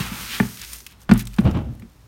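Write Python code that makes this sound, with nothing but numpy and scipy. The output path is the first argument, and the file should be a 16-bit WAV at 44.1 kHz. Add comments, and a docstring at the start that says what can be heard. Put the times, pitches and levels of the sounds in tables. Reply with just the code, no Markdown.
"""In a horse stall, the last feed slides hissing out of a plastic bucket into a tub, as dense tiny impacts.
Stray pellets tick during the pour and on among the knocks, each a short noise burst with its own pitch.
The bucket knocks on the tub: its base booms and its wall rings as fading tones, noise cracks, the tub hums on.
Then it scuffs away with hollow rumbles made of quick slips, and a few dull bumps, each one short low tone.
The stable adds a short, dull echo and a low background rumble."""
import sys
import numpy as np
from scipy import signal
from scipy.fft import rfft, irfft, next_fast_len
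from scipy.io import wavfile

SR = 44100
rng = np.random.default_rng(int(sys.argv[2]) if len(sys.argv) > 2 else 0)


def generate_wav(signal):
    """Clip the signal to [-1, 1] and save it as 16-bit WAV at the path in sys.argv[1]."""
    frames = np.transpose(np.atleast_2d(signal))
    scaled = np.clip(frames, -1, 1) * 32767
    pcm = np.round(scaled).astype(np.int16)
    wavfile.write(sys.argv[1], SR, pcm)


N = 91595
T = np.arange(N) / SR  # time of every sample [s]


def amp(db):
    """Turn decibels into a gain."""
    return 10 ** (np.asarray(db) / 20)


def unit(x):
    """Scale x to an average (rms) level of 1."""
    return x / np.sqrt(np.mean(x ** 2) + 1e-20)


def along(points, hz):
    """Read a curve of (frequency, value) points, with frequency on a log axis."""
    f, v = np.transpose(points)
    return np.interp(np.log(hz + 1), np.log(f + 1), v)


def filtered(x, response):
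    """Multiply the spectrum of x by a response that depends on frequency."""
    m = next_fast_len(len(x) + 8192)  # spare room for what rings past the end
    hz = np.fft.rfftfreq(m, 1 / SR)
    return irfft(rfft(x, m) * response(hz), m)[:len(x)]


def coloured(x, spectrum):
    """Shape x by a spectrum and bring it to rms 1."""
    return unit(filtered(x, lambda hz: amp(along(spectrum, hz))))


def dying(spectrum, t60s):
    """Make a half-second noise burst whose bands die away at their own speeds."""
    noise = coloured(rng.standard_normal(SR // 2), spectrum)
    hz, t, bands = signal.stft(noise, SR, nperseg=128)
    fade = amp(-60 * t / along(t60s, hz)[:, None])
    return signal.istft(bands * fade, SR, nperseg=128)[1][:SR // 2]


def add(out, s, x):
    """Mix x into out from time s [s]."""
    i = max(0, round(s * SR))
    out[i:i + len(x)] += x[:N - i]


def grains(per_s):
    """Mix random tiny impacts of uneven size with an equal share of smooth noise."""
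    chance = np.clip(per_s / SR, 1e-4, 1)  # of an impact at each sample
    hits = (rng.random(N) < chance) * rng.standard_normal(N)
    return unit(hits / np.sqrt(chance)) + rng.standard_normal(N)


def ring(modes, rise_s, sag):
    """Ring fading modes (Hz, dB, t60 s) that start sharp by the share sag while the plastic is bent."""
    sag_s, scatter_db = 0.0033, 1  # settling time of the pitch, random spread of the mode levels
    t = T[:SR // 2]
    bent = t + sag * sag_s * (1 - np.exp(-t / sag_s))  # time runs fast at first, so the pitch is high
    tone = np.zeros(len(t))
    for k, (hz, db, t60) in enumerate(modes):
        level = amp(db + scatter_db * rng.standard_normal() - 60 * t / t60)
        tone += (-1) ** k * level * np.sin(2 * np.pi * hz * bent)
    return tone * (1 - np.exp(-(t / rise_s) ** 2))


def knocks():
    """Each knock cracks, rings the wall, sends a falling bending wave round it, swells the base, hums the tub."""
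    # bucket knocks: (time [s], boom level [dB], base pitch [Hz], ring length [factor], wall level [dB],
    # wall pitch favoured by the struck spot [Hz], bending wave level [dB], crack level [dB], tub hum level [dB])
    knock_table = [(0.0003, -6, 168, 0.47, -50, 1214, -30.5, -52, -62),
                   (0.113, -18.5, 222, 0.66, -54, 1370, -62, -54, -56.5),
                   (0.3998, 1.5, 227.5, 0.55, -16, 1745, -12, -29, -43.5),
                   (1.0917, -5, 208.8, 0.87, -23.5, 1360, -25, -17.5, -46),
                   (1.1118, 2.5, 219.4, 1.07, -17, 1368, -20, -9, -21.5),
                   (1.3843, -4.5, 214, 1.12, -27.5, 1500, -27.5, -17, -41),
                   (1.821, -34.5, 222, 2.66, -46.5, 2170, -55, -41.5, -67)]
    # modes of the base: (ratio to its pitch, level [dB], 60 dB fade before the length factor [s])
    base_modes = [(0.538, -17.5, 0.3), (0.808, -4.5, 0.12), (1.002, 5.5, 0.065), (1.15, -28.5, 0.12),
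                  (1.58, -12, 0.078), (1.949, -13.5, 0.047)]
    # modes of the wall: (pitch [Hz], level before the spot's boost [dB], 60 dB fade [s])
    wall_modes = [(528, -8.5, 0.047), (678, -13, 0.044), (855, -6.5, 0.043), (1148, -2, 0.031),
                  (1419, -6.5, 0.045), (1604, -12.5, .035), (1744, -4, 0.03), (2044, -1, 0.016),
                  (2327, -7, .04), (2695, -9, 0.018), (3365, -11.5, .03)]
    # colour of the crack: (frequency [Hz], level [dB])
    crack_colour = [(200, 6), (500, -4), (1000, -7), (1500, -10.5), (2600, -11.5), (4200, -13.5),
                    (6500, -28.5), (15000, -39)]
    # how fast the crack dies: (frequency [Hz], 60 dB fade [s])
    crack_fade = [(300, 0.027), (1500, 0.073), (4000, 0.038), (12000, 0.062)]
    boom_rise_s, wall_rise_s, wall_sag = 0.0076, 0.0012, 0.092
    spot_db, spot_q = 11, 12  # boost near the struck spot's pitch and its sharpness
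    tub_hz, tub_t60_s, tub_rise_s = 48.5, 1.51, 0.0049
    flex_from_hz, flex_to_hz, flex_fall_s, flex_t60_s = 1460, 401, 0.0011, 0.058

    out, t = np.zeros(N), T[:SR // 2]
    onset = 1 - np.exp(-t / wall_rise_s)
    hum = np.sin(2 * np.pi * tub_hz * T) * amp(-60 * T / tub_t60_s) * (1 - np.exp(-T / tub_rise_s))
    flex_hz = flex_to_hz + (flex_from_hz - flex_to_hz) * np.exp(-t / flex_fall_s)
    flex = np.sin(2 * np.pi * np.cumsum(flex_hz) / SR) * amp(-60 * t / flex_t60_s)
    for s, boom_db, base_hz, length, wall_db, spot_hz, flex_db, crack_db, hum_db in knock_table:
        base = [(ratio * base_hz, db, t60 * length) for ratio, db, t60 in base_modes]
        wall = [(hz, db + spot_db / (1 + (spot_q * (hz / spot_hz - 1)) ** 2), t60)
                for hz, db, t60 in wall_modes]
        crack = amp(crack_db) * dying(crack_colour, crack_fade)
        add(out, s, amp(boom_db) * ring(base, boom_rise_s, sag=0))
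        add(out, s, amp(wall_db) * ring(wall, wall_rise_s, wall_sag))
        add(out, s, onset * (crack + amp(flex_db) * flex))
        add(out, s, amp(hum_db) * hum)
    return out


def feed():
    """Grains slide over plastic, denser as the treble of the flow grows; the tub drones under them."""
    # sliding feed: (time [s], level of the mids [dB], of the upper mids [dB], of the treble [dB])
    pour = [(0, -34.5, -31, -37), (.1, -39, -40, -41.5), (0.222, -39.5, -39, -35.5),
            (0.286, -45, -35.5, -40), (.345, -39.5, -28, -38.5), (0.391, -44, -37, -38),
            (0.468, -47, -48, -41), (.565, -58, -50.5, -42), (0.641, -51.5, -36.5, -46.5),
            (0.666, -61, -47.5, -43), (0.747, -50, -45.5, -39.5), (0.832, -90, -65, -51.5),
            (.92, -61.5, -53.5, -56), (0.962, -69, -65, -71), (1.032, -56.5, -65, -53.5),
            (1.07, -75, -86, -79), (1.158, -35.5, -62, -55.5), (1.206, -51.5, -33, -35),
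            (1.239, -57, -65, -66), (1.282, -63, -75, -58), (1.308, -65, -57.5, -56),
            (1.40, -49.5, -64, -54), (1.65, -92, -85, -67)]
    # colours of the three parts of the hiss: (frequency [Hz], level [dB])
    mids_colour = [(300, -10.5), (680, -14.5), (950, -5.5), (1350, -4), (1900, -11), (3000, -11),
                   (6000, -34)]
    upper_colour = [(700, -62), (1300, 0.5), (1900, 4.5), (2600, 6), (4000, 2.5), (6000, -5), (10000, -10)]
    treble_colour = [(2500, -8.5), (5000, 3), (6500, 4), (7600, -1), (9200, 4.5), (10400, -3), (12000, 4),
                     (15500, -2)]
    # colour of the tub's drone: (frequency [Hz], level [dB])
    drone_colour = [(25, -32), (42, -15), (53, 7.5), (78, -20), (110, -7), (230, -8.5), (330, -23.5),
                    (700, -43)]
    drone_db = -1  # relative to the mids
    grains_per_s, dense_at_db = 5000, -37.5  # impact rate when the treble is at this level

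    s, *levels = np.transpose(pour)
    mids, upper, treble = [amp(np.interp(T, s, db)) for db in levels]
    rate = grains_per_s * treble / amp(dense_at_db)
    hiss = mids * coloured(grains(rate), mids_colour)
    hiss += upper * coloured(grains(rate), upper_colour)
    hiss += treble * coloured(grains(rate), treble_colour)
    drone = amp(drone_db) * mids * coloured(rng.standard_normal(N), drone_colour)
    return hiss + drone


def pellets():
    """Stray pellets tick on the plastic, each a fading noise burst with its own pitch."""
    # single pellets: (time [s], level [dB], click pitch [Hz])
    pellet_table = [(0.348, -42, 5020), (.572, -33.5, 3520), (.595, -34.5, 4440), (.616, -26.5, 5800),
                    (0.635, -34, 4000), (.647, -30, 5500), (0.7326, -26, 9400), (.785, -36.5, 11000),
                    (.804, -37, 6040), (0.865, -29, 2650), (0.867, -35.5, 5900), (1.017, -45, 6140),
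                    (1.1365, -27.5, 9500), (1.177, -27.5, 12500), (1.1935, -28, 10710), (1.223, -37, 11100),
                    (1.2535, -37, 9000), (1.2708, -31.5, 3080), (1.273, -33, 7900), (1.334, -40, 2410),
                    (1.341, -38.5, 4000), (1.363, -42, 9000), (1.405, -40.5, 9930), (1.511, -38.5, 4900),
                    (1.751, -52.5, 11300), (1.797, -44, 1840)]
    # colour shared by all ticks: (frequency [Hz], level [dB])
    tick_colour = [(400, -31), (1100, 5), (2500, 5), (6000, 5), (15500, 2.5)]
    ring_db, ring_q, t60_s = 9, 4, 0.026  # boost at the pitch, its sharpness, 60 dB fade

    out, t = np.zeros(N), T[:4096]
    for s, db, pitch in pellet_table:
        def response(hz):
            boost_db = ring_db / (1 + (ring_q * (hz / pitch - 1)) ** 2)
            return amp(along(tick_colour, hz) + boost_db)
        tick = unit(filtered(rng.standard_normal(len(t)), response))
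        add(out, s, amp(db - 60 * t / t60_s) * tick)
    return out


def scuffs():
    """The bucket drags over the tub's rim: quick slips rasp and shake its hollow body."""
    # scuffs: (time [s], rise [s], hold [s], 60 dB fade [s], thud level [dB], rasp level [dB])
    scuff_table = [(1.407, 0.0043, 0.034, 0.077, -24, -39), (1.442, 0.012, 0.021, 0.24, -17.5, -22.5),
                   (1.532, 0.019, 0.021, 0.18, -22, -25.5), (1.591, 0.0088, 0.037, 0.59, -30.5, -42.5)]
    # colours of the hollow thud and the rasp: (frequency [Hz], level [dB])
    thud_colour = [(25, -23), (50, -8), (88, -3.5), (125, 1.5), (170, -2), (250, -4.5), (400, -22.5),
                   (650, -20.5), (1100, -41.5), (2000, -44), (5000, -67)]
    rasp_colour = [(150, 7.5), (300, 8), (480, -0.5), (850, -3.5), (1400, -10), (2000, -17), (2900, -14.5),
                   (4500, -28.5), (8000, -39.5), (15000, -63)]
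    slips_per_s = 600

    out = np.zeros(N)
    for s, rise_s, hold_s, t60, thud_db, rasp_db in scuff_table:
        push = np.minimum(T / rise_s, 1) * amp(-60 * np.maximum(T - rise_s - hold_s, 0) / t60)
        thud = amp(thud_db) * coloured(grains(slips_per_s), thud_colour)
        rasp = amp(rasp_db) * coloured(grains(slips_per_s), rasp_colour)
        add(out, s, push * (thud + rasp))
    return out


def bumps():
    """Soft contacts as the bucket is lifted away each sound one short low tone with a pitch of its own."""
    # dull bumps of the hollow body: (time [s], level [dB], pitch [Hz])
    bump_table = [(1.455, -4.5, 89.2), (1.480, -12.5, 84.9), (1.541, -17, 87.5), (1.575, -20, 93.4),
                  (1.647, -23, 67.4), (1.693, -26, 123), (1.79, -33.5, 106), (2.037, -42.5, 111)]
    rise_s, t60_s = 0.004, 0.17

    out = np.zeros(N)
    swell = amp(-60 * T / t60_s) * (1 - np.exp(-(T / rise_s) ** 2))
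    for s, db, hz in bump_table:
        add(out, s, amp(db) * swell * np.sin(2 * np.pi * hz * T))
    return out


def stable(x):
    """A few dull early echoes come off the tub and the stall boards, with the short tail of the stall."""
    # colour of the tail: (frequency [Hz], level [dB])
    tail_colour = [(60, 16.5), (250, 1), (1000, -2), (4000, -2), (15000, 3)]
    # how fast the tail dies: (frequency [Hz], 60 dB fade [s])
    tail_fade = [(60, 0.29), (200, 0.5), (1000, 0.25), (4000, 0.51), (12000, 0.04)]
    # early echoes: (delay [s], level [dB])
    early = [(.0093, -19.5), (0.0255, -17), (0.03, -16), (.052, -20.5)]
    tail_db, tail_delay_s, early_cut_hz = -19, 0.014, 1100

    tail, out = dying(tail_colour, tail_fade), np.zeros(N)
    add(out, tail_delay_s, signal.fftconvolve(x, tail / np.linalg.norm(tail)))

    def echoes(hz):
        delayed = sum(amp(db) * np.exp(-2j * np.pi * hz * s) for s, db in early)
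        return delayed / (1 + 1j * hz / early_cut_hz)  # gentle treble cut

    return amp(tail_db) * out + filtered(x, echoes)


def rumble():
    """The stable's steady background is quiet noise, strongest in the bass."""
    # colour of the background: (frequency [Hz], level [dB])
    rumble_colour = [(20, -17), (35, -14), (55, 8), (80, 3.5), (120, -2.5), (250, -8), (500, -17.5),
                     (1000, -18), (2000, -23.5), (5000, -28), (10000, -35), (15500, -35)]
    return amp(-51.5) * coloured(rng.standard_normal(N), rumble_colour)


def scene():
    """Bucket and feed sound close by, with the stable's echo, over its low rumble."""
    near = knocks() + feed() + pellets() + scuffs() + bumps()
    return (near + stable(near) + rumble())[None]


def record(dry):
    """Weaken the deepest rumble, round off the highest peaks, then cut steeply above the band limit."""
    low_cut_hz, full_scale, top_hz = 31, 1.3, 16050
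    x = filtered(dry[0], lambda hz: hz ** 3 / np.sqrt(hz ** 6 + low_cut_hz ** 6))
    held = x / (1 + (x / full_scale) ** 8) ** (1 / 8)  # peaks stay below full_scale
    return filtered(held, lambda hz: 1 / np.sqrt(1 + (hz / top_hz) ** 200))[None]


dry = scene()
out = record(dry)
generate_wav(out)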